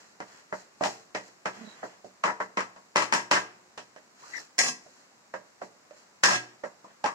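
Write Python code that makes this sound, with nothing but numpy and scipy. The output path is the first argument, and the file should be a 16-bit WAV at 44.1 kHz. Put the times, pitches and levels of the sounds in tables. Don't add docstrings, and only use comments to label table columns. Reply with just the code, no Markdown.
import sys
import numpy as np
from scipy import signal
from scipy.fft import rfft, irfft, next_fast_len
from scipy.io import wavfile
from scipy.ndimage import uniform_filter1d, map_coordinates

SR = 44100
rng = np.random.default_rng(int(sys.argv[2]) if len(sys.argv) > 2 else 0)


def store_pcm(level_fs):
    pcm = np.round(np.clip(level_fs, -1, 1) * 32767).astype(np.int16)
    wavfile.write(sys.argv[1], SR, np.atleast_2d(pcm).T)


N = 314874

LEFT_LAG_S = 0.0002

# frequency_hz, t60_s
PRESSED_T60 = [(100, 0.2), (1000, 0.061), (8000, 0.18)]
# frequency_hz, gain_db
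BLOW_COLOUR = [(30, -30), (70, -43), (130, -6), (300, 0), (550, 4.5), (1000, 7.5), (1850, 7), (2500, 5),
               (3500, -11.5), (5400, -5.5), (7500, -12), (9500, -29.5), (13000, -38.5), (15500, -51)]
# frequency_hz, t60_s
KITCHEN_T60 = [(150, 0.92), (1000, 0.51), (5000, 0.47), (14000, 0.34)]
# frequency_hz, gain_db
PASTE_COLOUR = [(2000, -18), (2700, -2.5), (3400, -35), (4000, 0), (5300, -1.5), (7400, 0), (8600, -16.5),
                (15000, -28)]


def amp(db):
    return 10 ** (np.asarray(db) / 20)


def panned(level_db, pan_db):
    return amp(level_db + np.array([[pan_db], [-pan_db]]) / 2)


def unit(x):
    return x / np.sqrt(np.mean(x ** 2) + 1e-20)


def unit_energy(x):
    return x / np.linalg.norm(x, axis=-1, keepdims=True)


def along(points, hz):
    f, v = np.transpose(points)
    return np.interp(np.log(hz + 1), np.log(f), v)


def wobble(rate, size):
    knots = rng.standard_normal(int(size * rate / SR) + 4)
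    return map_coordinates(knots, [np.arange(size) * rate / SR])


def filtered(x, response):
    n = x.shape[-1]
    m = next_fast_len(n + 4096, True)
    return irfft(rfft(x, m) * response(np.fft.rfftfreq(m, 1 / SR)), m)[..., :n]


def coloured(x, points, size=2048):
    cepstrum = irfft(np.log(amp(along(points, np.fft.rfftfreq(size, 1 / SR)))))
    cepstrum[1:size // 2] *= 2
    cepstrum[size // 2 + 1:] = 0
    kernel = irfft(np.exp(rfft(cepstrum)))
    return signal.fftconvolve(x, kernel[None], axes=1)[:, :x.shape[1]]


def diffuse(size):
    # frequency_hz, coherence [-1 to 1]
    coherence = [(60, -0.28), (130, 0.84), (300, 0.52), (640, 0.15), (1400, -0.019), (3100, -0.49),
                 (6000, 0.013), (15000, 0.084)]

    def mid_side_gains(hz):
        turn = np.arccos(np.clip(along(coherence, hz), -1, 1)) / 2
        return np.array([np.cos(turn), np.sin(turn)])

    mid, side = filtered(rng.standard_normal((2, size)), mid_side_gains)
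    return np.array([mid + side, mid - side])


def tail(t60, size):
    hz, t, z = signal.stft(diffuse(size), SR, nperseg=256)
    life = along(t60, hz)[:, None]
    decaying = z * amp(-60 * t / life) / np.sqrt(life)
    return unit_energy(signal.istft(decaying, SR)[1][:, :size])


def add(track, s, sound):
    part = track[:, max(round(s * SR), 0):][:, :sound.shape[1]]
    part += sound[:, :part.shape[1]]


def stove(level_db, grain_db):
    # frequency_hz, gain_db
    # it dips near 3.4 kHz and falls steeply from about 8 kHz
    hiss_colour = [(40, -25), (80, -9.5), (120, -8.5), (210, 1.5), (330, -1.5), (1000, 1), (2000, -3.5),
                   (2700, -7.5), (3400, -13.5), (4100, -8), (7600, -7), (8400, -19.5), (12000, -25),
                   (15500, -30)]
    fizz = diffuse(N) * amp(grain_db * wobble(1500, N))
    return amp(level_db) * unit(coloured(fizz, hiss_colour))


def judder(start_s, length_s, start_hz, end_hz, jitter, overtone_db, rough_db, level_db, pan_db):
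    out, n, span = np.zeros((2, N)), int(length_s * SR), SR // 3
    pitch_hz = np.linspace(start_hz, end_hz, n) * (1 + jitter * wobble(142, span)[:n])
    phase = 2 * np.pi * np.cumsum(pitch_hz) / SR
    overtones = amp(overtone_db) * (np.sin(2 * phase) + np.sin(3 * phase))
    roughness = amp(rough_db * wobble(108, span)[:n])
    groan = unit((np.sin(phase) + overtones) * roughness)
    add(out, start_s, panned(level_db, pan_db) * groan * signal.windows.hann(n))
    return out


def squeaks(rough_db, overtone_db, wet_db):
    # start_s, length_s, start_hz, end_hz, level_db, jitter [share of pitch], pan_db [left minus right]
    squeak_table = [(1.611, 0.17, 3990, 3850, -63, 0.024, -14), (4.196, 0.11, 946, 910, -55, 0.15, 0),
                    (4.235, 0.066, 1304, 1300, -54, 0.16, -7),
                    (4.319, 0.065, 1950, 1920, -43.5, 0.056, 15.5),
                    (4.347, 0.043, 1875, 1847, -36.5, 0.069, 16),
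                    (4.337, 0.095, 5400, 5200, -52, 0.06, -12)]
    out = np.zeros((2, N))
    for s, length, start_hz, end_hz, level_db, jitter, pan_db in squeak_table:
        n, span = int(length * SR), SR // 4
        unsteady = min(start_hz / 3, 600)
        pitch_hz = np.linspace(start_hz, end_hz, n) * (1 + jitter * wobble(unsteady, span)[:n])
        phase = 2 * np.pi * np.cumsum(pitch_hz) / SR
        roughness = amp(rough_db * wobble(0.33 * unsteady, span)[:n])
        tone = unit((np.sin(phase) + amp(overtone_db) * np.sin(2 * phase)) * roughness)
        paths = amp(wet_db) * tail(PRESSED_T60, span)
        paths[[0, 1], [round(LEFT_LAG_S * SR), 0]] += 1
        direct = panned(level_db, pan_db) * tone * signal.windows.tukey(n, .7)
        add(out, s, signal.fftconvolve(direct, paths, axes=1))
    return out


def pressure(start, length, change_db):
    attack_s, release_s = 0.027, 0.046
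    t = np.arange(N) / SR - start
    edges = np.minimum(t, 0) / attack_s - np.maximum(t - length, 0) / release_s
    return np.exp(edges) * amp(change_db * np.clip(t / length, 0, 1))


def rubbing(rub_db, smear_db, slip_db, grain_db):
    # start_s, length_s, wood_on_metal_db, paste_hiss_db, pressure_change_db [along the way]
    drag_table = [(0, 0.12, -57, -55, -9), (0.285, .11, -56.5, -56.5, 0), (0.542, 0.063, -60.5, -56.5, 4.5),
                  (0.866, 0.16, -44.5, -40, -19.5), (1.217, 0.058, -64, -59.5, 6),
                  (1.55, 0.38, -50.5, -54, -6), (4.198, 0.2, -59.5, -55.5, 10.5),
                  (4.84, 0.18, -67, -61.5, 2), (5.972, 0.047, -61, -56.5, -3), (6.87, 0.039, -63.5, -80, 4)]
    # frequency_hz, gain_db
    rub_colour = [(59, -60), (100, -17.5), (214, -11), (506, -7), (642, -6.5), (1080, -6), (1350, -7),
                  (1930, -4), (2110, -10), (3500, -15), (4550, -88), (7700, -120)]
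    wood, paste = np.zeros((2, N))
    for s, length, wood_db, paste_db, change_db in drag_table:
        press = pressure(s, length, change_db)
        wood += amp(wood_db) * press
        paste += amp(paste_db) * press
    slips = unit(coloured(diffuse(N) * amp(slip_db * wobble(170, N)), rub_colour))
    grains = unit(coloured(diffuse(N) * amp(grain_db * wobble(770, N)), PASTE_COLOUR))
    return amp(rub_db) * wood * slips + amp(smear_db) * paste * grains


def impact(t, crush_s, crush_db):
    crush = np.diff(rng.standard_normal(len(t)), prepend=0) * np.exp(-t / crush_s)
    push = amp(crush_db) * unit_energy(crush)
    push[0] += 1
    left = np.pad(push, (round(LEFT_LAG_S * SR), 0))[:len(t)]
    return np.array([left, push])


def ring(place, t, scatter_db, detune):
    # frequency_hz, base_db, wall_db, rim_db [level when struck there], t60_s
    wok_modes = [(122, -42, -35, -40, 0.45), (192, -28, -39, -41, 0.35), (245, -41, -34, -38, 0.3),
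                 (310, -39, -29, -34, 0.4), (361, -46, -38, -41, 1.2), (388, -35, -48, -38, 0.3),
                 (446, -32, -38, -31, 0.5), (524, -31, -36, -36, 0.25), (580, -23, -35, -28, 0.2),
                 (618, -22, -34, -36, 0.2), (721, -40, -22, -23, 0.25), (728, -48, -32, -29, 0.55),
                 (858, -27, -36, -38, 0.25), (930, -26, -29, -34, 0.28), (962, -23.5, -28, -34, 0.26),
                 (1004, -27, -26, -36, 0.25), (1092, -27, -23, -30, 0.24), (1126, -32, -34, -21, 0.25),
                 (1195, -26, -32, -32, 0.3), (1316, -36, -20, -40, 0.26), (1541, -30, -38, -40, 0.25),
                 (1620, -29, -18, -23, 0.26), (1640, -33, -28, -20, 0.23), (1717, -27, -25, -32, 0.25),
                 (1830, -32, -24, -28, 0.22), (1904, -27, -29, -28, 0.24), (1976, -34, -36, -23, 0.24),
                 (2032, -28, -30, -28, 0.22), (2110, -29, -36, -29, 0.22), (2300, -42, -38, -26, 0.2),
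                 (2525, -37, -32, -50, 0.26), (2645, -40, -31, -27, 0.2), (3316, -49, -42, -35, 0.16),
                 (4275, -48, -40, -37, 0.22), (5035, -41, -35, -40, 0.2), (5489, -38, -36, -36, 0.22),
                 (5945, -44, -42, -38, 0.22), (6352, -43, -41, -37, 0.18)]
    hz, *place_db, t60 = np.transpose(wok_modes)
    shares = np.maximum(1 - np.abs(place - np.arange(len(place_db))), 0)
    chance = rng.standard_normal((4, len(hz)))
    hz = hz * (1 + detune * chance[3])
    strength = np.sqrt(shares @ amp(place_db) ** 2) * amp(scatter_db * chance[0])

    def per_mode(rate):
        return np.outer(np.float32(rate), np.float32(t))

    onset = np.float32(1 - np.exp(-t / 0.00062))
    fade = unit_energy(np.exp(-per_mode(np.log(1000) / t60)) * onset)
    half_difference = np.minimum(hz / 1100, 2) * chance[2] / 2 + np.pi * hz * LEFT_LAG_S
    phase = np.pi * chance[1] + np.outer([-1, 1], half_difference)
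    angle = per_mode(2 * np.pi * hz)
    sine, cosine = np.float32(np.sqrt(2) * strength * [np.cos(phase), np.sin(phase)])
    return sine @ (fade * np.sin(angle)) + cosine @ (fade * np.cos(angle))


def chatter(length, skid_db, catch_hz):
    catches_per_s = 600
    t = np.arange(SR // 8) / SR
    catches = rng.standard_normal(len(t)) * (rng.random(len(t)) < catches_per_s / SR)
    no_bass = signal.butter(2, catch_hz, "highpass", fs=SR, output="sos")
    catches = signal.sosfilt(no_bass, catches)
    drive = amp(skid_db) * unit_energy(catches * np.exp(-(t / length) ** 6) + 1e-9)
    drive[0] += 1
    return unit_energy(drive)[None]


def contact(clack_db, crack_db, knock_hz, knock_db):
    hz = np.geomspace(30, 16000, 120)
    thump_db, knock_width_octaves = 0.34, 0.19
    tilt = [(250, thump_db), (480, 0), (720, 0.0067),
            (1000, 0.5 + 0.77 * clack_db), (2000, clack_db),
            (2350, min(crack_db - 0.5, clack_db - 0.5)), (3100, min(crack_db, clack_db + 7.0)),
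            (4100, min(crack_db, clack_db + 8)), (4900, crack_db)]
    knock = knock_db * np.exp(-(np.log2(hz / knock_hz) / knock_width_octaves) ** 2 / 2)
    return np.column_stack([hz, along(tilt, hz) + knock])


def clusters(place):
    # frequency_hz, level_db
    cluster_table = [(1650, 5), (1900, 5.5), (2060, -7.5), (2300, -1.5), (2650, 3.5), (2960, 5.5),
                     (3340, 14.5), (3610, 10), (4000, 9.5), (4260, 11), (4730, -9.5), (5030, 2), (5520, 3),
                     (5760, -7), (5950, -0.5), (6290, -2), (6560, 9.5), (6960, 7.5), (7280, -11), (7610, 1),
                     (7980, 5.5), (8400, -12), (8750, 7.5), (9000, 10), (9400, 8), (9780, 13), (10100, -16),
                     (10500, 8.5)]
    # base, wall, rim [share of the full dB]
    banding = [0.16, 0.16, 0.71]
    width_at_4khz_hz, valley_db = 105, -12
    hz = np.arange(30, 16000, 20)
    centre, db = np.transpose(cluster_table)
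    width = width_at_4khz_hz * (centre / 4000) ** (1 / 3)
    humps = np.exp(-((hz - centre[:, None]) / width[:, None]) ** 2)
    power = amp(db) ** 2 @ humps + amp(valley_db) ** 2
    reach = np.interp(hz, [1150, 1500, 10500, 11000], [0, 1, 1, 0])
    depth = np.interp(place, [0, 1, 2], banding)
    return np.column_stack([hz, depth * reach * 10 * np.log10(power)])


def radiated(x):
    # frequency_hz, pan_db [left minus right]
    radiation = [(120, -2.5), (300, 0.5), (600, -4.5), (950, 3.5), (1450, -1.5), (2000, 5), (3100, -4),
                 (4300, 0.5), (5600, -2.5), (9000, 3)]
    return filtered(x, lambda hz: amp(np.outer([1, -1], along(radiation, hz)) / 2))


def scrapes(impact_db, ring_db, room_db, slips_per_s, uneven_db, grit_db, lift_s):
    # start_s, length_s, start_db, end_db, clack_db [wood], crack_db [bare metal],
    # place [0 base, 1 wall, 2 rim], pan_db [left minus right]
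    scrape_table = [(2.25, 0.064, -37.5, -34, 1.5, -8, 0.11, 3.5), (2.975, 0.059, -39, -37, 4, 3, 0.1, 4),
                    (3.335, 0.052, -34.5, -28.5, 7.5, 1, 0.12, 0),
                    (4.605, 0.097, -31, -36, -1.5, 17, 1.6, 1), (6.252, 0.12, -27, -31, -0.5, 8.5, 1.3, -1)]
    out, t = np.zeros((2, N)), np.arange(2 * SR // 5) / SR
    for s, length, start_db, end_db, clack_db, crack_db, place, pan_db in scrape_table:
        slip_sizes = amp(uneven_db * np.tanh(rng.standard_normal(len(t))))
        slips = (rng.random(len(t)) < slips_per_s / SR) * slip_sizes
        grit_noise = rng.standard_normal(len(t)) * amp(uneven_db * wobble(150, len(t)))
        grit = amp(grit_db) * unit(grit_noise)
        lift = np.clip((length - t) / lift_s, 0, 1)
        press = amp(np.interp(t, [0, length], [start_db, end_db])) * lift
        direct = amp(impact_db) * impact(t, crush_s=0.002, crush_db=1.0)
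        kitchen = amp(room_db) * tail(KITCHEN_T60, len(t))
        body = direct + tail(PRESSED_T60, len(t)) + kitchen
        modes = amp(ring_db) * ring(np.clip(place, 0, 2), t, scatter_db=4.0, detune=0.0028)
        wok = coloured(body, BLOW_COLOUR) + modes
        sound = signal.fftconvolve(wok, ((unit(slips) + grit) * press)[None], axes=1)
        sound = coloured(sound, contact(clack_db, crack_db, knock_hz=730, knock_db=3.5))
        add(out, s, coloured(sound, clusters(place)) * panned(0, pan_db))
    return radiated(out)


def blows(level_db, impact_db, ring_db, room_db, ripple_db, damping, squash_db, squelch_db, wall_db):
    # start_s, force_db, clack_db [wood], crack_db [bare metal], place [0 base, 1 wall, 2 rim],
    # knock_hz, knock_db, pan_db [left minus right], sharpness_db [of the impact], skid_s
    blow_table = [(0.2036, 13, -6.5, -11, 0.15, 610, -2.5, -2.5, 7, .012),
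                  (0.526, 17.5, -6, -17, 0, 585, 2, -0.5, 1, 0.023),
                  (0.8102, 23.5, -14.5, -20.5, 0, 710, 5.5, -2, 2.5, 0.083),
                  (0.823, 15, -9, -9, 0.57, 850, 11, 5, -9, 0.027),
                  (0.837, 19, -3.5, 3.5, 0, 855, 2.5, 3.5, 0, 0.039),
                  (0.848, 16, -10, 2.5, 0.03, 830, 11.5, 2.5, -2, 0.051),
                  (0.859, 16.5, -11, -4, 0, 820, 9, -2, 6.5, 0.038),
                  (1.1489, 19, -8, -3, 0.29, 2000, 8, -1, -1, .035),
                  (1.4567, 20.5, -5, -5.5, 0.26, 1400, 3.5, -0.5, -2, 0.048),
                  (1.83, 18, -10.5, -26, 0.29, 530, 1.5, -1.5, -1, 0.015),
                  (2.0449, 10, -27, -15, 0.2, 597, -1.5, -1.5, -3, 0.0091),
                  (2.2385, 23.5, 0, -2.5, 0.029, 1120, 6.5, 0, 1, .07),
                  (2.258, 17, -12, -7, 0, 1510, 12, 10, -7, 0.019),
                  (2.28, 10.5, 6, -15, 0.54, 990, 10.5, -1, 6, 0.014),
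                  (2.4025, 18.5, -0.5, -11, 0, 1030, 4, -0.5, -2.5, 0.007),
                  (2.5726, 22.5, -0.5, -4.5, 0.01, 1090, 3.5, 0.5, -0.5, 0.039),
                  (2.606, 6, 4, 5.5, 0.57, 1100, 8, 2, 6, 0.012),
                  (2.7621, 0, -9.5, -6, 0.24, 1030, 9, 1, 0, .014),
                  (2.9594, 29.5, -1, 0.5, 0.0025, 1000, 5, 1, 8, 0.07),
                  (2.9689, 20.5, 5.5, 9, 0.73, 1020, -13, 3.5, 7, 0.045),
                  (3.022, 10.5, 2.5, 8.5, 0.016, 1100, 6.5, 7.5, 4, 0.012),
                  (3.125, 27.5, -0.5, 2, 0.17, 980, 5, 1, 3.5, 0.084),
                  (3.138, 8, 5, 22, 1.1, 1650, 11, 4, 8.5, .014),
                  (3.313, 30.5, 0.5, 5.5, 0.52, 970, 2.5, 0.5, 3, 0.078),
                  (3.777, 8.5, -5, 2, 0.14, 553, -1, -1.5, 0, 0.0057),
                  (3.9628, 0, -11.5, -7, 0.003, 1780, 8.5, -4.5, 6, .01),
                  (4.582, 10, -3.5, 18.5, 1.5, 2000, 16, -5, -2, .014),
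                  (4.5892, 22, -2.5, 19.5, 2.7, 2170, 15.5, 2.5, 5.5, 0.0092),
                  (4.862, -2.5, -34, -17, 0.13, 595, 0.5, -2, 8, .012),
                  (5.3396, 12, -2, -10, 0.17, 573, 7, -3.5, -0.5, 0.019),
                  (5.617, 16, -12, -17.5, 0, 590, 2.5, -1.5, 0, 0.026),
                  (5.9096, -6.5, -7, -6, 0.13, 567, 13, -4.5, 8, .014),
                  (6.2359, 30, 2, 14.5, 0.8, 1690, 6, 1, 0.5, 0.03),
                  (6.277, 16, 0.5, 5, 0.5, 1020, 12, 2, 2, 0.043),
                  (6.308, 18, -2, 7.5, 0.85, 740, 7, 0, 2, 0.037),
                  (6.6375, 15.5, -6, -17, 0, 550, 4, -2.5, 1, .016),
                  (6.8439, 2, -23.5, -9, 0.14, 1090, 21, 1, -2, 0.012),
                  (7.0417, 21.5, -8.5, -6.5, 0.12, 874, 11, -2, 3.5, 0.061),
                  (7.051, 12, -6, -4, 0, 950, -6, 6, -7, .016),
                  (7.06, 15, -0.5, 0.5, 0, 1060, 9, 2, 4, 0.033),
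                  (7.088, 3.5, 1.5, -15, 1.5, 1000, 12.5, 3, 11, .014)]
    # frequency_hz, t60_s
    crowd_t60 = [(100, 0.39), (600, 0.14), (2000, 0.16), (6000, 0.23), (14000, 0.27)]
    out, t = np.zeros((2, N)), np.arange(2 * SR // 5) / SR
    hz = np.arange(30, 16000, 75)
    ripple = ripple_db * (hz > 2000) * rng.standard_normal(len(hz))
    rippled_colour = np.column_stack([hz, along(BLOW_COLOUR, hz) + ripple])
    lead = SR // 50
    kitchen = amp(room_db) * tail(KITCHEN_T60, len(t))
    for s, force_db, clack_db, crack_db, place, knock_hz, knock_db, pan_db, sharp_db, skid_s in blow_table:
        fade = amp(-damping * max(-crack_db, 0) * t)
        direct = amp(impact_db + sharp_db) * impact(t, crush_s=0.006, crush_db=3.0)
        body = direct + fade * tail(crowd_t60, len(t))
        modes = amp(ring_db) * fade * ring(np.clip(place, 0, 2), t, scatter_db=2.0, detune=0.0034)
        early = np.exp(-((t - 0.022) / 0.0091) ** 2)
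        walls = amp(wall_db) * unit_energy(diffuse(len(t)) * early)
        swell = np.exp(-t[:lead][::-1] / 0.0018)
        squash = amp(squash_db - 0.37 * max(crack_db, -18)) * unit_energy(diffuse(lead) * swell)
        sound = coloured(np.hstack([squash, body + walls + kitchen]), rippled_colour)
        sound = sound + np.pad(modes, ((0, 0), (lead, 0)))
        sound = coloured(sound, clusters(place))
        sound = signal.fftconvolve(sound, chatter(skid_s, skid_db=-14.5, catch_hz=650), axes=1)
        sound = coloured(sound, contact(clack_db, crack_db, knock_hz, knock_db))
        add(out, s - lead / SR, sound * panned(level_db + force_db, pan_db))
        u = t[:len(t) // 2]
        squelch = unit_energy(coloured(diffuse(len(u)), PASTE_COLOUR) * u * np.exp(-u / 0.019))
        add(out, s, amp(squelch_db + force_db) * squelch)
    return radiated(out)


def scene():
    background = stove(level_db=-60.0, grain_db=1.0)
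    groan = judder(start_s=1.54, length_s=0.178, start_hz=230, end_hz=214, jitter=0.095,
                   overtone_db=-13.5, rough_db=5.5, level_db=-46.5, pan_db=-9)
    squeaking = squeaks(rough_db=-5.5, overtone_db=-23.5, wet_db=-8.0)
    dragging = rubbing(rub_db=0.0, smear_db=-3.0, slip_db=1.0, grain_db=2)
    scraping = scrapes(impact_db=-6.5, ring_db=6.5, room_db=-15, slips_per_s=260,
                       uneven_db=7.0, grit_db=-6.5, lift_s=0.012)
    striking = blows(level_db=-13.5, impact_db=-9.5, ring_db=4.5, room_db=-14.5, ripple_db=-2.0,
                     damping=4.5, squash_db=-22.0, squelch_db=-41.0, wall_db=-10.5)
    return background + groan + squeaking + dragging + scraping + striking


def limiter(x, threshold_db, slope, release_db_per_s):
    power = np.abs(uniform_filter1d(np.mean(x ** 2, axis=0), size=132))
    level = 10 * np.log10(power + 1e-12)
    needed = np.clip(slope, 0, 1) * np.maximum(level - threshold_db, 0)
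    climb = release_db_per_s * np.arange(N) / SR
    cut = np.maximum.accumulate(needed + climb) - climb
    return x * amp(-uniform_filter1d(cut, size=44))


def record(dry):
    top_hz, ceiling = 15750, .62
    held = limiter(dry, threshold_db=-21.0, slope=0.45, release_db_per_s=103)
    rounded = held / (1 + (held / ceiling) ** 4) ** (1 / 4)
    return filtered(rounded, lambda hz: hz < top_hz)


dry = scene()
out = record(dry)
store_pcm(out)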